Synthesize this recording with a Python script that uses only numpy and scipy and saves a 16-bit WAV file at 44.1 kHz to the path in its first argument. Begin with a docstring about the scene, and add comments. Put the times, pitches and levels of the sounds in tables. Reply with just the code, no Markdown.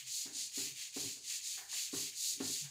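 """A cloth hisses across a blackboard in quick back-and-forth strokes, wiping off chalk in a small classroom.
Fibres catch and slip: random clicks, coloured as hiss, fizz and rasp, grow with hand speed.
As the hand pushes off, the loose board often knocks on the wall, ringing its modes, and chatters briefly.
Low booms of the panel, scuffs of the bunched cloth, frame clatter, a short room tail and faint still air
fill in the rest. The sound is close to mono."""
import sys
import numpy as np
from scipy import signal
from scipy.fft import rfft, irfft
from scipy.io import wavfile
from scipy.ndimage import uniform_filter1d

SR = 44100
rng = np.random.default_rng(int(sys.argv[2]) if len(sys.argv) > 2 else 0)


def generate_wav(signal):
    """Clip the signal to [-1, 1] and save it as 16-bit WAV at the path in sys.argv[1]."""
    frames = np.transpose(np.atleast_2d(signal))
    scaled = np.clip(frames, -1, 1) * 32767
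    pcm = np.round(scaled).astype(np.int16)
    wavfile.write(sys.argv[1], SR, pcm)


N = 119070

# fine treble of the rubbing cloth: freq_hz, gain_db
FIZZ_CURVE = [(7000, -51), (10000, 11), (12000, 5.5), (14000, 8.5), (15500, 3)]
# knocks of the board: start_s, level_db, contact_ms, chatter_db
BOARD_KNOCKS = [(0.255, -6.5, 3.06, -3), (0.358, -13.5, 5.1, -12), (0.574, -2.5, 1.64, -11),
                (0.963, -0.5, 0.95, -3), (1.164, -15, 4.9, -16.5), (1.930, 1, 1.0, -12.5),
                (2.305, -28.5, 2.6, 15), (2.402, 4, 0.78, -15)]


def undb(db):
    """Decibels to gain."""
    return 10 ** (np.asarray(db) / 20)


def unit(x):
    """Scale to an rms of 1."""
    return x / np.sqrt(np.mean(x ** 2))


def colour(x, points):
    """Filter by a (Hz, dB) curve, linear over log frequency; rms 1."""
    hz, db = np.array(points, float).T
    freq_hz = np.maximum(np.fft.rfftfreq(N, 1 / SR), 1)
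    gain_db = np.interp(np.log(freq_hz), np.log(hz), db)
    return unit(irfft(rfft(x) * undb(gain_db), N))


def walk(rate_hz):
    """Slow random drift: held random steps, smoothed over one step; rms 1."""
    step = max(int(SR / rate_hz), 1)
    held = np.repeat(rng.standard_normal(N // step + 1), step)
    return unit(uniform_filter1d(held, step)[:N])


def catches():
    """Dense tiny clicks of fibres that catch and let go."""
    clicks_per_s, spread_db = 22000, -0.4
    hit = rng.random(N) < clicks_per_s / SR
    strength_db = spread_db * np.minimum(rng.exponential(size=N), 5)
    return hit * rng.standard_normal(N) * undb(strength_db)


def still_air():
    """Steady coloured noise of the quiet room."""
    level_db = -75.5
    # freq_hz, gain_db
    air_curve = [(25, -14), (45, -8.5), (75, -1), (120, 4.5), (200, -8), (400, -13), (1000, -11.5),
                 (4000, -30), (15000, -16.5)]
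    return undb(level_db) * colour(rng.standard_normal(N), air_curve)


def side_noise():
    """Barely audible noise, opposite in left and right."""
    level_db = -81.5
    # freq_hz, gain_db
    noise_curve = [(25, -1), (120, 1.5), (300, 0.5), (1000, -1.5), (2500, -11), (5000, -27), (9000, -20.5),
                   (14000, -2.5)]
    return undb(level_db) * colour(rng.standard_normal(N), noise_curve)


def near_echo(rub, place, t):
    """One bounce off the arm and body; its lag follows the hand."""
    centre_ms, swing_ms, echo_db = 1.9, 1.16, -14
    lag_s = (centre_ms + swing_ms * (place - .5)) / 1000
    echo = undb(echo_db) * np.interp(t - lag_s, t, rub)
    return (rub + echo) / np.hypot(1, undb(echo_db))


def wiping(t):
    """Strokes speed up and slow down; rasp sounds even when slow, hiss and fine fizz when fast."""
    # strokes, right and left in turn: start_s, rise_s, fall_s, level_db, fizz_db, rasp_db
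    strokes = [(-.12, 0.041, 0.12, -40.5, -9, 1.5), (0.038, 0.14, 0.12, -40, 0, -2.5),
               (.305, 0.1, 0.098, -40, -4, -4), (.515, 0.078, 0.15, -40, 1.5, 0),
               (.745, 0.073, 0.083, -45, -5, 5), (.92, 0.073, 0.22, -41.5, 0.5, 1.5),
               (1.215, 0.12, 0.079, -41, -1, 1.5), (1.409, 0.064, .165, -41.5, 0, 0),
               (1.67, 0.12, 0.13, -40, 0.5, 1.5), (1.905, 0.074, 0.16, -40, 1.5, -2),
               (2.123, 0.15, 0.11, -37, 1.5, -5.5), (2.376, 0.13, 0.18, -39, 1, -1.5)]
    # thinnings of the rasp: centre_s, half_width_s, gain_db
    rasp_dips = [(.912, .02, -12), (1.215, 0.092, -7), (1.655, 0.037, -16), (1.905, 0.022, -5)]
    # colours of the rub: freq_hz, gain_db
    hiss_curve = [(2000, -59), (2700, -21.5), (3400, -12), (4000, -5), (4500, -2.5), (5100, -6),
                  (5800, -6.5), (6800, 0.5), (7500, -4), (8500, -10), (9800, -10.5), (11200, -28.5),
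                  (15500, -38)]
    rasp_curve = [(300, -35), (700, -26), (1450, -17), (1800, -6.5), (2600, 2.5), (3400, 0.5), (5000, -12)]
    hiss_power, fizz_power, rasp_power = 1.22, 1.6, 0.29  # growth with hand speed
    hiss_db, fizz_layer_db, rasp_layer_db = -0.5, -12, -13
    drag_db = -56.5  # the cloth never quite stops as the hand turns
    rasp_wobble_db, rasp_rate_hz = 2.06, 31
    grip_db, grip_rate_hz = .5, 110

    hiss, fizz, rasp, place = np.zeros((4, N))
    for k, (start, rise, fall, db, fizz_db, rasp_db) in enumerate(strokes):
        ramp = np.interp(t, [start, start + rise, start + rise + fall], [0, 1, 0])
        speed = np.sin(np.pi / 2 * ramp)
        hiss += undb(db) * speed ** hiss_power
        fizz += undb(db + fizz_db) * speed ** fizz_power
        rasp += undb(db + rasp_db) * speed ** rasp_power
        place += (-1) ** k * np.cumsum(speed) / (speed.sum() + 1e-9)  # 0 to 1 across the board
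    rasp *= undb(sum(db * np.exp(-((t - at) / width) ** 2) for at, width, db in rasp_dips))

    rub = np.hypot(undb(hiss_db) * hiss, undb(drag_db)) * colour(catches(), hiss_curve)
    rub += undb(fizz_layer_db) * fizz * colour(catches(), FIZZ_CURVE)
    rasp_gain = undb(rasp_layer_db + rasp_wobble_db * walk(rasp_rate_hz))
    rub += rasp_gain * rasp * colour(catches(), rasp_curve)
    rub *= undb(grip_db * walk(grip_rate_hz))
    return near_echo(rub, place, t)


def booms(t):
    """A low note of the panel swells, sags in pitch and dies under the hand."""
    # sways of the panel: start_s, length_s, mid_pitch_hz, level_db
    sways = [(.0, .15, 126.4, -69.5), (.66, 0.12, 136, -64), (1.048, 0.056, 118, -54.5),
             (1.955, 0.054, 127, -56), (2.607, 0.098, 143, -47)]
    sag_hz_per_s = 220
    wobble_db, wobble_rate_hz = 4, 77  # wobble depth before smoothing
    out = np.zeros(N)
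    for start, length, hz, db in sways:
        from_peak = t - start - length / 2
        cycles = hz * from_peak - sag_hz_per_s * from_peak ** 2 / 2
        swell = np.sin(np.pi * np.clip((t - start) / length, 0, 1))
        out += undb(db) * swell * np.sin(2 * np.pi * cycles)
    return out * undb(wobble_db * uniform_filter1d(walk(wobble_rate_hz), SR // 100))


def scuffs(t):
    """Short uneven rubs as the cloth bunches: a dull body and a crisp rustle."""
    # start_s, rise_s, decay_s, dull_db, crisp_db
    rubs = [(.255, .025, .035, -60, -78), (1.573, .006, .075, -55.5, -57), (1.724, .005, .025, -55, -68),
            (2.63, .03, .05, -64, -72)]
    # colour of the dull body: freq_hz, gain_db
    dull_curve = [(250, -16), (420, -2), (560, -16), (740, 3.5), (1020, 0.5), (1250, -3), (1750, 6.5),
                  (2300, -1.5), (3200, -20), (6800, -5.5), (9000, -28)]
    wobble_db, wobble_rate_hz = 0.6, 100
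    dull, crisp = colour(catches(), dull_curve), colour(catches(), FIZZ_CURVE)
    out = np.zeros(N)
    for start, rise, decay, dull_db, crisp_db in rubs:
        attack = np.clip((t - start) / rise, 0, 1)
        release = np.exp(-np.maximum(t - start - rise, 0) / decay)
        out += attack * release * (undb(dull_db) * dull + undb(crisp_db) * crisp)
    return out * undb(wobble_db * walk(wobble_rate_hz))


def board_ring(age, modes):
    """Decaying modes of the board, a little different in level and pitch at each knock."""
    spread_db, detune, build_cycles = 1.03, 0.012, 0.84
    ring = np.zeros(len(age))
    for hz, mode_db, t60 in modes:
        level_draw, pitch_draw = rng.standard_normal(2)
        tone = np.sin(2 * np.pi * hz * (1 + detune * pitch_draw) * age)
        decay = np.exp(-np.log(1000) * age / t60)
        build = 1 - np.exp(-age * hz / build_cycles)
        ring += undb(mode_db + spread_db * level_draw) * tone * decay * build
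    return ring


def knocks(t):
    """A soft blow, a rebound and a short chatter ring the board until the hand stills it."""
    # modes of the board: base_hz, base_level_db, t60_s
    modes = [(101, -17.5, 0.43), (156.4, -19.5, 0.62), (221, -26, 0.45), (275.3, 4, 0.11), (305, -6, 0.16),
             (399, -1, 0.12), (451, -15, 0.22), (521, -18, 0.09), (726, -15.5, 0.14), (877, -14, 0.071),
             (1076, -11, 0.06), (1125, -19.5, 0.047), (1400, -19, 0.26), (1815, -15, 0.36)]
    level_db = -38.5
    chatter_s, chatter_per_s = 0.17, 260
    rebound_s, rebound_db = 0.093, -14.5  # the board swings back and touches the wall again
    free_s, hand_damp_s = 0.12, 0.015  # free ringing, then the pressing hand
    out, age = np.zeros(N), t[:SR // 2]
    ms = np.arange(SR // 50) * 1000 / SR
    for start, db, contact_ms, chatter_db in BOARD_KNOCKS:
        chattering = (t > start) & (t < start + chatter_s)
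        chatter = chattering * (rng.random(N) < chatter_per_s / SR) * rng.standard_normal(N)
        taps = undb(chatter_db) * chatter / (np.linalg.norm(chatter) + 1e-9)
        taps[int(start * SR)] += 1
        taps[int((start + rebound_s) * SR)] += undb(rebound_db)
        push = ms * np.exp(-2 * np.pi * ms / contact_ms)  # longer contact, duller blow
        blow = signal.fftconvolve(board_ring(age, modes), push / push.sum())
        stilled = np.exp(-np.maximum(t - start - free_s, 0) / hand_damp_s)
        out += undb(level_db + db) * stilled * signal.fftconvolve(taps, blow)[:N]
    return out


def clatter(t):
    """The frame rattles briefly with every knock: coloured clicks under a fast decay."""
    # freq_hz, gain_db
    rattle_curve = [(60, 9), (110, -8), (200, -6), (330, 7), (600, -0.5), (1200, -4.5), (2200, -5),
                    (4000, -23)]
    level_db, rise_s, decay_s = -50, 0.009, 0.04
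    level = np.zeros(N)
    for start, db, _, _ in BOARD_KNOCKS:
        attack = np.clip((t - start) / rise_s, 0, 1)
        level += undb(db) * attack * np.exp(-np.abs(t - start) / decay_s)
    return undb(level_db) * level * colour(catches(), rattle_curve)


def low_cut(board):
    """The deep bass of the knocks is cut steeply below about 92 Hz."""
    return signal.sosfilt(signal.butter(6, 92, "high", fs=SR, output="sos"), board)


def room(x, wet_db):
    """Add the classroom's diffuse tail: decaying noise after a short gap."""
    t60_s, gap_s = 0.25, .014
    t = np.arange(SR // 2) / SR
    fade_in = np.clip(t / gap_s - 1, 0, 1)
    tail = rng.standard_normal(len(t)) * np.exp(-np.log(1000) * t / t60_s) * fade_in
    return x + undb(wet_db) * signal.fftconvolve(x, tail / np.linalg.norm(tail))[:N]


def scene():
    """Cloth and board in the room, with dry booms, over still air."""
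    t = np.arange(N) / SR
    cloth = room(wiping(t) + scuffs(t), wet_db=-8)
    board = room(low_cut(knocks(t) + clatter(t)), wet_db=-7.5)
    mid = cloth + board + booms(t) + still_air()
    side = side_noise()
    return np.array([mid + side, mid - side])


def record(dry):
    """A steep elliptic low-pass cuts the top."""
    top_hz, ripple_db, stop_db = 15550, .1, 80
    return signal.sosfilt(signal.ellip(12, ripple_db, stop_db, top_hz, fs=SR, output="sos"), dry)


dry = scene()
out = record(dry)
generate_wav(out)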